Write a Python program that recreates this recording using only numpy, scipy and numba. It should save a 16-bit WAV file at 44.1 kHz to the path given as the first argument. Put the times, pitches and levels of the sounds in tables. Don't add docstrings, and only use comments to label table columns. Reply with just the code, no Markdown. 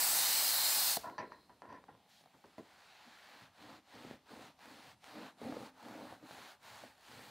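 import sys
import numpy as np
from scipy import signal
from scipy.fft import rfft, irfft
from scipy.io import wavfile
from scipy.ndimage import uniform_filter1d, map_coordinates
from numba import njit

SR = 44100
rng = np.random.default_rng(int(sys.argv[2]) if len(sys.argv) > 2 else 0)


def output_pcm(signal):
    pcm = np.clip(np.atleast_2d(signal).T, -1, 1) * 32767
    wavfile.write(sys.argv[1], SR, np.round(pcm).astype(np.int16))


def decibels_to_gain(level_db):
    exponent = np.asarray(level_db, float) / 20
    return 10 ** exponent


N = 321930
TIME = np.arange(N) / SR
VALVE_SHUT_S = 0.973

# time in seconds, flow in dB, nozzle whistle towards the microphone in dB.
JET_FLOW = [
    (0.0, -30, -8),
    (0.1, -30.5, -8.5),
    (0.19, -31, -4.5),
    (0.56, -31.5, -5),
    (0.684, -32, -3.5),
    (0.7, -31, -7),
    (0.92, -33, -4),
    (0.96, -37, -6),
    (0.97, -38.5, -2),
]
# frequency in Hz, level in dB per Hz.
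JET_SPECTRUM = [(35, -76.5), (60, -39.5), (102, -22.5), (201, -20), (291, -15.5), (376, -20.5), (810, -2),
                (1230, -7), (1480, -7), (2980, -8), (3270, -11), (4320, 5.5), (5580, -11.5), (8670, -10.5),
                (15500, -9.5)]
# frequency in Hz, width in Hz, level in dB.
JET_RINGS = [(825, 200, -10), (4190, 240, -8), (5015, 220, 5), (6130, 180, -31.5), (8000, 120, -4.5),
             (8200, 200, 6.5)]
# frequency in Hz, level in dB.
SIGH_SPECTRUM = [(500, 6), (2000, 0), (5000, 3), (9000, -2), (15000, -3)]

# start in seconds, peak in dB, pitch in Hz, treble in dB, ring t60 in seconds.
GUN_BLOWS = [(0.97, -28, 707, -20, 0.097), (1.035, -45.5, 1000, -20, 0.078),
             (1.099, -39.5, 1020, -21, 0.014), (1.181, -35, 1000, -16, 0.044), (1.194, -46, 1010, -11, .05),
             (1.32, -38.5, 1030, -52, 0.047), (1.495, -51, 850, -17, 0.075),
             (1.620, -41, 830, -11.5, 0.041), (1.655, -43.5, 805, -23, 0.037),
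             (1.727, -43, 900, -14, 0.047), (1.745, -46, 780, -16, 0.034), (1.84, -47, 906, -19.5, 0.022),
             (1.888, -46, 800, -28, 0.13), (1.951, -53.5, 885, -20, 0.031), (2.062, -61, 760, -18, 0.042),
             (2.21, -59, 576, -12, 0.057), (2.239, -55, 580, -9, 0.027), (2.259, -51, 730, -11, 0.072),
             (2.274, -57, 821, -13, .025), (2.342, -60, 850, -7, 0.062), (2.441, -50.5, 880, -14, 0.084),
             (2.457, -64, 429, 5, .046), (2.582, -41.5, 596, -18, 0.087)]
# start in seconds, peak in dB, pitch in Hz, treble in dB, ring t60 in seconds.
RIB_BLOWS = [(3.078, -63, 220, -24, 0.11), (4.049, -44, 287, -13, 0.074), (4.111, -36.5, 324, -16, .045),
             (5.416, -41, 420, -22, 0.09), (5.525, -32.5, 300, -29, 0.017), (5.568, -35, 477, -20, 0.1),
             (6.125, -39, 570, -25, .037), (6.231, -57, 233, -20, 0.077), (6.31, -39, 500, -14, 0.029),
             (6.837, -43.5, 604, -22, 0.094), (7.115, -45, 900, -10, 0.033), (7.193, -42, 500, -10, 0.024)]
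# ratio to the pitch, relative width, level in dB.
SHELL_RINGS = [(0.64, 1.1, 4), (1, 2.26, 12), (1.5, 0.84, -8.5), (2.1, 2.2, -14)]

# start in seconds,
# level in dB, length in seconds, fade t60 in seconds, brightness in dB.
CREAKS = [(1.041, -46, 0.038, 0.29, -40), (1.181, -43.5, 0.018, 0.24, -16),
          (1.316, -58.5, 0.017, 0.26, -19), (1.497, -64.5, 0.011, 0.17, -34),
          (1.62, -54.5, 0.0074, 0.22, -31), (1.658, -65, 0.025, 0.23, -36),
          (1.689, -57, 0.074, 0.21, -20.5), (1.883, -59, .01, 0.22, -40), (2.338, -79, 0.013, 0.066, -30),
          (2.441, -67.5, 0.0078, 0.086, -38), (2.58, -58, 0.006, 0.084, -28)]
# frequency in Hz, width in Hz, level in dB.
GUN_RINGS = [(650, 80, -6), (820, 110, -4), (985, 65, -1), (1100, 60, -8), (1350, 160, -6)]
# frequency in Hz, width in Hz, level in dB.
GUN_UPPER_RINGS = [(1600, 220, 0), (1880, 200, -2), (2250, 350, -2)]
# frequency in Hz, width in Hz, level in dB.
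JOINT_RINGS = [(4700, 450, 0), (5900, 400, -6)]
# frequency in Hz, width in Hz, level in dB.
COVER_BOOM = [(104, 46, -13), (280, 145, 1), (540, 280, -2)]

# start in seconds, end in seconds, fibre hiss in dB, gaining speed in seconds,
# stopping in seconds.
TOWEL_STROKES = [(2.06, 2.27, -78.5, 0.042, .07), (2.44, 2.507, -92, .008, 0.045),
                 (2.579, 2.615, -64, 0.0042, 0.062), (1.904, 3.2, -69, 1.2, 0.5),
                 (2.55, 3.531, -62, 0.81, 0.12), (3.482, 3.826, -62.5, 0.17, 0.08),
                 (3.818, 4.214, -61, .16, 0.12), (4.232, 4.56, -61.5, 0.1, 0.12),
                 (4.559, 4.966, -61.5, 0.085, 0.064), (4.987, 5.348, -60, .1, .09),
                 (5.353, 5.729, -60.5, 0.09, 0.072), (5.685, 6.223, -62, 0.22, 0.12),
                 (6.163, 6.589, -59.5, 0.19, 0.096), (6.583, 7.003, -59.5, 0.1, 0.24),
                 (6.918, 7.42, -60, 0.24, .1)]
# time in seconds, rub on the panel above the hiss in dB.
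CLOTH_GRIP = [(2.15, -13), (2.44, -9), (2.5, -4), (2.59, -2), (2.68, -2.5), (3.4, -5), (3.68, 1.5),
              (4.02, -2.5), (4.34, 1.5), (4.62, -1.5), (4.88, -3.5), (5.17, 1.5), (5.45, 3.5), (5.68, 3),
              (5.98, 6), (6.4, -1), (6.8, -0.5), (7.15, -3)]
# start in seconds, end in seconds, drumming in dB,
# change by the end in dB, rumble of its weight in dB.
HAND_PRESSES = [(1.692, 1.798, -80.5, -3, 14), (1.926, 2.004, -69.5, -8, 3), (3.054, 3.122, -66, 4, -17),
                (3.233, 3.413, -76.5, 8, -29), (3.4, 3.534, -74.5, -4, 4), (3.59, 3.777, -63, 7, -11),
                (3.938, 4.15, -57, 6.5, -11.5), (4.311, 4.493, -55.5, -3, -14.5),
                (4.632, 4.865, -63.5, -1.5, -15), (4.867, 4.954, -81, 1, 13), (5.08, 5.304, -61.5, -1, -10),
                (5.152, 5.238, -53, 1.5, -36), (5.424, 5.556, -45.5, -0.5, -15.5),
                (5.566, 5.665, -51.5, -0.5, -11.5), (5.837, 6.06, -54.5, 4, -17.5),
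                (6.078, 6.162, -60.5, 0, -8), (6.226, 6.25, -53.5, -2, -11), (6.3, 6.444, -60, -1.5, -11),
                (6.637, 6.81, -74, 3, 1), (6.833, 6.882, -59.5, -1, -10), (7.105, 7.313, -61, -1.5, -7)]
# frequency in Hz, level in dB per Hz.
CLOTH_SPECTRUM = [(180, -46), (300, -5), (342, -8.5), (411, -1), (446, -7), (484, -2.5), (835, 6),
                  (1180, -1), (1510, -5), (3230, -10.5), (4280, -10), (5570, -21.5), (15500, -29.5)]
# frequency in Hz, width in Hz, level in dB.
COVER_RINGS = [(166, 39, -24), (231.5, 42, -0.5), (262, 9.6, -0.5), (302, 30, 0), (420, 41, -9.5),
               (525, 120, -1), (780, 98, -8)]
# frequency in Hz, width in Hz, level in dB.
WEIGHT_RINGS = [(123.6, 52, 1), (54.3, 46, -15.5)]

# frequency in Hz, level in dB per Hz.
GARAGE_SPECTRUM = [(15, -20.5), (25, -16), (43, -7), (82, -1), (140, -3), (198, 2.5), (421, -9), (782, -1),
                   (1710, -12), (3530, -12), (4040, -12), (7100, -21.5), (12000, -23), (15500, -30)]
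# frequency in Hz, level in dB.
TRACK_SPECTRUM = [(25, -8.5), (80, 6), (400, 8.0), (1000, 4.5), (11700, 3.5), (12000, -40.5)]
# time in seconds, low edge in Hz, high edge in Hz.
TRACK_FLECKS = [
    (.205, 13800, 15700),
    (.205, 10400, 11800),
    (.252, 9600, 11100),
    (.716, 11700, 13200),
    (.716, 6200, 7600),
    (.879, 11000, 13200),
]


def steam():
    flow_db, whistle_db = read(JET_FLOW)
    noise = patchy(JET_SPECTRUM, flicker_db=3.5, rate=9.44, grain_db=-17.5, grain_rate=1000, low_hz=1580, count=30)
    noise = noise + sum(decibels_to_gain(db - 5.0) * svf(noise, float(hz), float(width)) for hz, width, db in JET_RINGS)
    echo_lag_ms = 0.52
    echo = map_coordinates(noise, [np.arange(N) - echo_lag_ms * SR / 1000], order=3)
    roar, jet, top = split(noise + 0.13 * echo, low_hz=3050, high_hz=6330)
    shut = np.exp(-np.maximum(TIME - VALVE_SHUT_S, 0) / 0.0021)
    roar_db = -10.5
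    return decibels_to_gain(flow_db) * shut * (decibels_to_gain(whistle_db) * jet + decibels_to_gain(roar_db) * roar + top)


def leak():
    sigh_db, sigh_t60_s = -48.5, 0.38
    whistle_peak_db, whistle_end_s, whistle_t60_s = -75, 1.44, 0.7
    trickle_db = -5
    whistle_db = whistle_peak_db - 60 * np.maximum(TIME - whistle_end_s, 0) / whistle_t60_s
    hiss_db = sigh_db - 60 * np.maximum(TIME - VALVE_SHUT_S, 0) / sigh_t60_s
    hiss_db = np.maximum(hiss_db, trickle_db + whistle_db)
    noise = rng.standard_normal(N)
    hiss = level(colour(noise, SIGH_SPECTRUM))
    whistle = level(steep(noise, 4150, 350)) + level(steep(noise, 4800, 600), -11)
    return (TIME > VALVE_SHUT_S) * (decibels_to_gain(hiss_db) * hiss + decibels_to_gain(whistle_db) * level(whistle))


def knocks():
    span = 8000
    out, t = np.zeros(N + span), TIME[:span]
    for s, peak_db, hz, treble_db, t60 in [*GUN_BLOWS, *RIB_BLOWS]:
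        noise = rng.standard_normal(span)
        thud_db = -17.5 + 8 * np.log2(t60 / 0.047)
        fade = np.exp(-np.log(1000) * t / t60)
        push = (t < 0.0002) + 0.14 * noise * fade
        ring = shell(push, hz, sharp=max(hz * t60 / 6.3, 0.7))
        crack = steep(noise * np.exp(-t / 0.0012), 4400, 1500)
        thud = steep(push, 240, 170)
        parts = ((0, ring), (treble_db, crack), (thud_db, thud))
        blow = sum(decibels_to_gain(db) * part / np.abs(part).max() for db, part in parts)
        start = int(s * SR)
        out[start:start + span] += decibels_to_gain(peak_db) * blow
    return out[:N]


def shell(push, hz, sharp):
    return sum(decibels_to_gain(db) * steep(push, hz * ratio, hz * ratio / sharp * width) for ratio, width, db in SHELL_RINGS)


def rattles():
    span = 16000
    out, t = np.zeros(N), TIME[:span]
    for s, db, length, t60, bright_db in CREAKS:
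        noise = rng.standard_normal(span)
        slips = noise * np.abs(noise) + 18 * (t == 0)
        shape = np.exp(-np.log(1000) * np.maximum(t - length, 0) / t60)
        upper = decibels_to_gain(bright_db / 2 + 2.0) * modes(slips, GUN_UPPER_RINGS)
        upper = upper + decibels_to_gain(bright_db) * shape ** 1.5 * modes(slips, JOINT_RINGS)
        clatter_db = -5.5 + 0.5543 * (-52 - db)
        clatter = level(steep(steep(slips, 890, 880), 890, 880))
        body = modes(slips, GUN_RINGS) + decibels_to_gain(clatter_db) * clatter
        boom_db = -6.5 + 11.5 * np.log2(0.26 / t60)
        swell = 1 - np.exp(-t / 0.0092)
        boom = decibels_to_gain(boom_db) * swell * modes(slips, COVER_BOOM)
        start = int(s * SR)
        out[start:start + span] += decibels_to_gain(db) * (shape * body + shape ** 0.54 * boom + shape ** 0.92 * upper)
    return out


def swish():
    start_s, end_s = 2.085, 2.23
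    sweep = np.clip(np.minimum(TIME - start_s, end_s - TIME) / 0.025, 0, 1)
    return decibels_to_gain(-69.5) * sweep * level(steep(rng.standard_normal(N), 3800, 2100))


def towel():
    fibres = patchy(CLOTH_SPECTRUM, flicker_db=3.0, rate=12, grain_db=-4, grain_rate=1500, low_hz=393, count=20)
    rub, hiss, top = split(fibres, low_hz=1483, high_hz=6500)
    drying_db = 1.26 * (TIME - 4)
    settled_s, settling_s = 2.87, 0.82
    rustle_db = 13 * np.clip((settled_s - TIME) / settling_s, 0, 1)
    top_db = -10.5 + drying_db + rustle_db
    cloth = hiss + decibels_to_gain(read(CLOTH_GRIP)[0]) * rub + decibels_to_gain(top_db) * top

    slips = grains(260, scatter_db=1.2) + 0.67 * rng.standard_normal(N)
    slips = slips * decibels_to_gain(2.5 * walk(40))
    rumble = modes(slips, WEIGHT_RINGS)
    drum = modes(slips, COVER_RINGS)

    out = np.zeros(N)
    speed_law = 1.93
    for start, end, db, gain, stop in TOWEL_STROKES:
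        speed = ramp(start, end, gain, stop)
        out += cloth * decibels_to_gain(db) * speed ** speed_law
    lean_s, lift_s = 0.062, 0.12
    for start, end, db, change_db, rumble_db in HAND_PRESSES:
        progress = np.clip((TIME - start) / (end - start), 0, 1)
        hold = ramp(start - lean_s / 2, end + lift_s / 2, lean_s, lift_s)
        weight = decibels_to_gain(db + change_db * progress) * hold ** 2
        out += weight * (drum + decibels_to_gain(rumble_db) * rumble)
    return out


def garage():
    air = patchy(GARAGE_SPECTRUM, flicker_db=4.5, rate=1.6, grain_db=-28.0, grain_rate=240, low_hz=60.9, count=12)
    return level(air, -72.5)


@njit
def walls(x, lags, gain, damp):
    line, soft, out = np.zeros((8, 4096)), np.zeros(8), np.zeros(len(x))
    for i in range(len(x)):
        total = 0.
        for k in range(8):
            soft[k] += (1 - damp) * (gain[k] * line[k, (i - lags[k]) & 4095] - soft[k])
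            total += soft[k]
        out[i] = total
        for k in range(8):
            line[k, i & 4095] = x[i] + soft[k] - total / 4
    return out


def patchy(points, flicker_db, rate, grain_db, grain_rate, low_hz, count):
    source = rng.standard_normal(N) + decibels_to_gain(grain_db) * grains(grain_rate, scatter_db=2.0)
    centres = np.geomspace(low_hz, 15000, count)
    width = centres[1] / centres[0] - 1
    flicker = np.zeros(N)
    for hz in centres:
        flicker += (decibels_to_gain(flicker_db * walk(rate)) - 1) * svf(source, hz, hz * width * 0.6)
    return colour(source + flicker, points)


def grains(rate, scatter_db):
    hit = rng.random(N) < rate / SR
    size_db = scatter_db * rng.exponential(size=N)
    return level(hit * decibels_to_gain(size_db) * np.sign(rng.standard_normal(N)))


def walk(rate):
    k = int(SR / rate)
    held = np.repeat(rng.standard_normal(N // k + 1), k)
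    return 0.62 * uniform_filter1d(held, k)[:N]


def modes(push, table):
    rings = [decibels_to_gain(db) * level(steep(push, hz, width)) for hz, width, db in table]
    return level(sum((-1) ** k * ring for k, ring in enumerate(rings)))


def steep(x, hz, width):
    hz, width = float(hz), float(width)
    return svf(svf(x, hz, width), hz, width * 3.2)


@njit
def svf(x, hz, width):
    y, b, l = np.empty(len(x)), 0., 0.
    g, k = np.tan(np.pi * hz / SR), width / hz
    for i in range(len(x)):
        v = (b + g * (x[i] - l)) / (1 + g * (g + k))
        b, l, y[i] = 2 * v - b, l + 2 * g * v, k * v
    return y


def colour(x, points):
    hz, db = np.transpose(points)
    f = np.fft.rfftfreq(len(x), 1 / SR) + 1
    return irfft(rfft(x) * decibels_to_gain(np.interp(np.log(f), np.log(hz), db)), len(x))


def band_filter(x, order, hz, kind):
    return signal.sosfilt(signal.butter(order, hz, kind, fs=SR, output="sos"), x)


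def split(x, low_hz, high_hz):
    low = band_filter(x, 4, low_hz, "low")
    middle = band_filter(x, 4, [low_hz, high_hz], "band")
    top = band_filter(x, 4, high_hz, "high")
    return level(low), level(middle), level(top)


def level(x, db=0):
    return x * decibels_to_gain(db) / np.sqrt(np.mean(x ** 2))


def read(table):
    s, *columns = np.transpose(table)
    return [np.interp(TIME, s, column) for column in columns]


def ramp(start, end, rise, fall):
    line = np.minimum((TIME - start) / rise, (end - TIME) / fall)
    return np.sin(np.clip(line, 0, 1) * np.pi / 2)


def scene():
    near = steam() + leak() + knocks() + rattles() + swish() + towel()
    room_t60_s, room_damp, room_db = 0.53, 0.43, -27
    lags = rng.integers(700, 2600, 8)
    room = walls(near + 1e-18, lags, decibels_to_gain(-60 * lags / SR / room_t60_s), room_damp)
    return np.tile(near + decibels_to_gain(room_db) * room + garage(), (2, 1))


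def low_pass(x):
    return signal.sosfilt(signal.butter(12, 17050, fs=SR, output="sos"), x)


def record(dry):
    side = level(colour(rng.standard_normal(N), TRACK_SPECTRUM), -86)
    for s, low_hz, high_hz in TRACK_FLECKS:
        fleck = level(band_filter(rng.standard_normal(N), 6, [low_hz, high_hz], "band"), -44)
        side = side + fleck * np.cos(np.clip((TIME - s) / 0.018, -1, 1) * np.pi / 2)
    tracks = band_filter(dry, 2, 45, "high") + np.array([side, -side])
    top_cut = signal.ellip(12, 0.2, 80, 15690, fs=SR, output="sos")
    return low_pass(signal.sosfilt(top_cut, tracks))


dry = scene()
out = record(dry)
output_pcm(out)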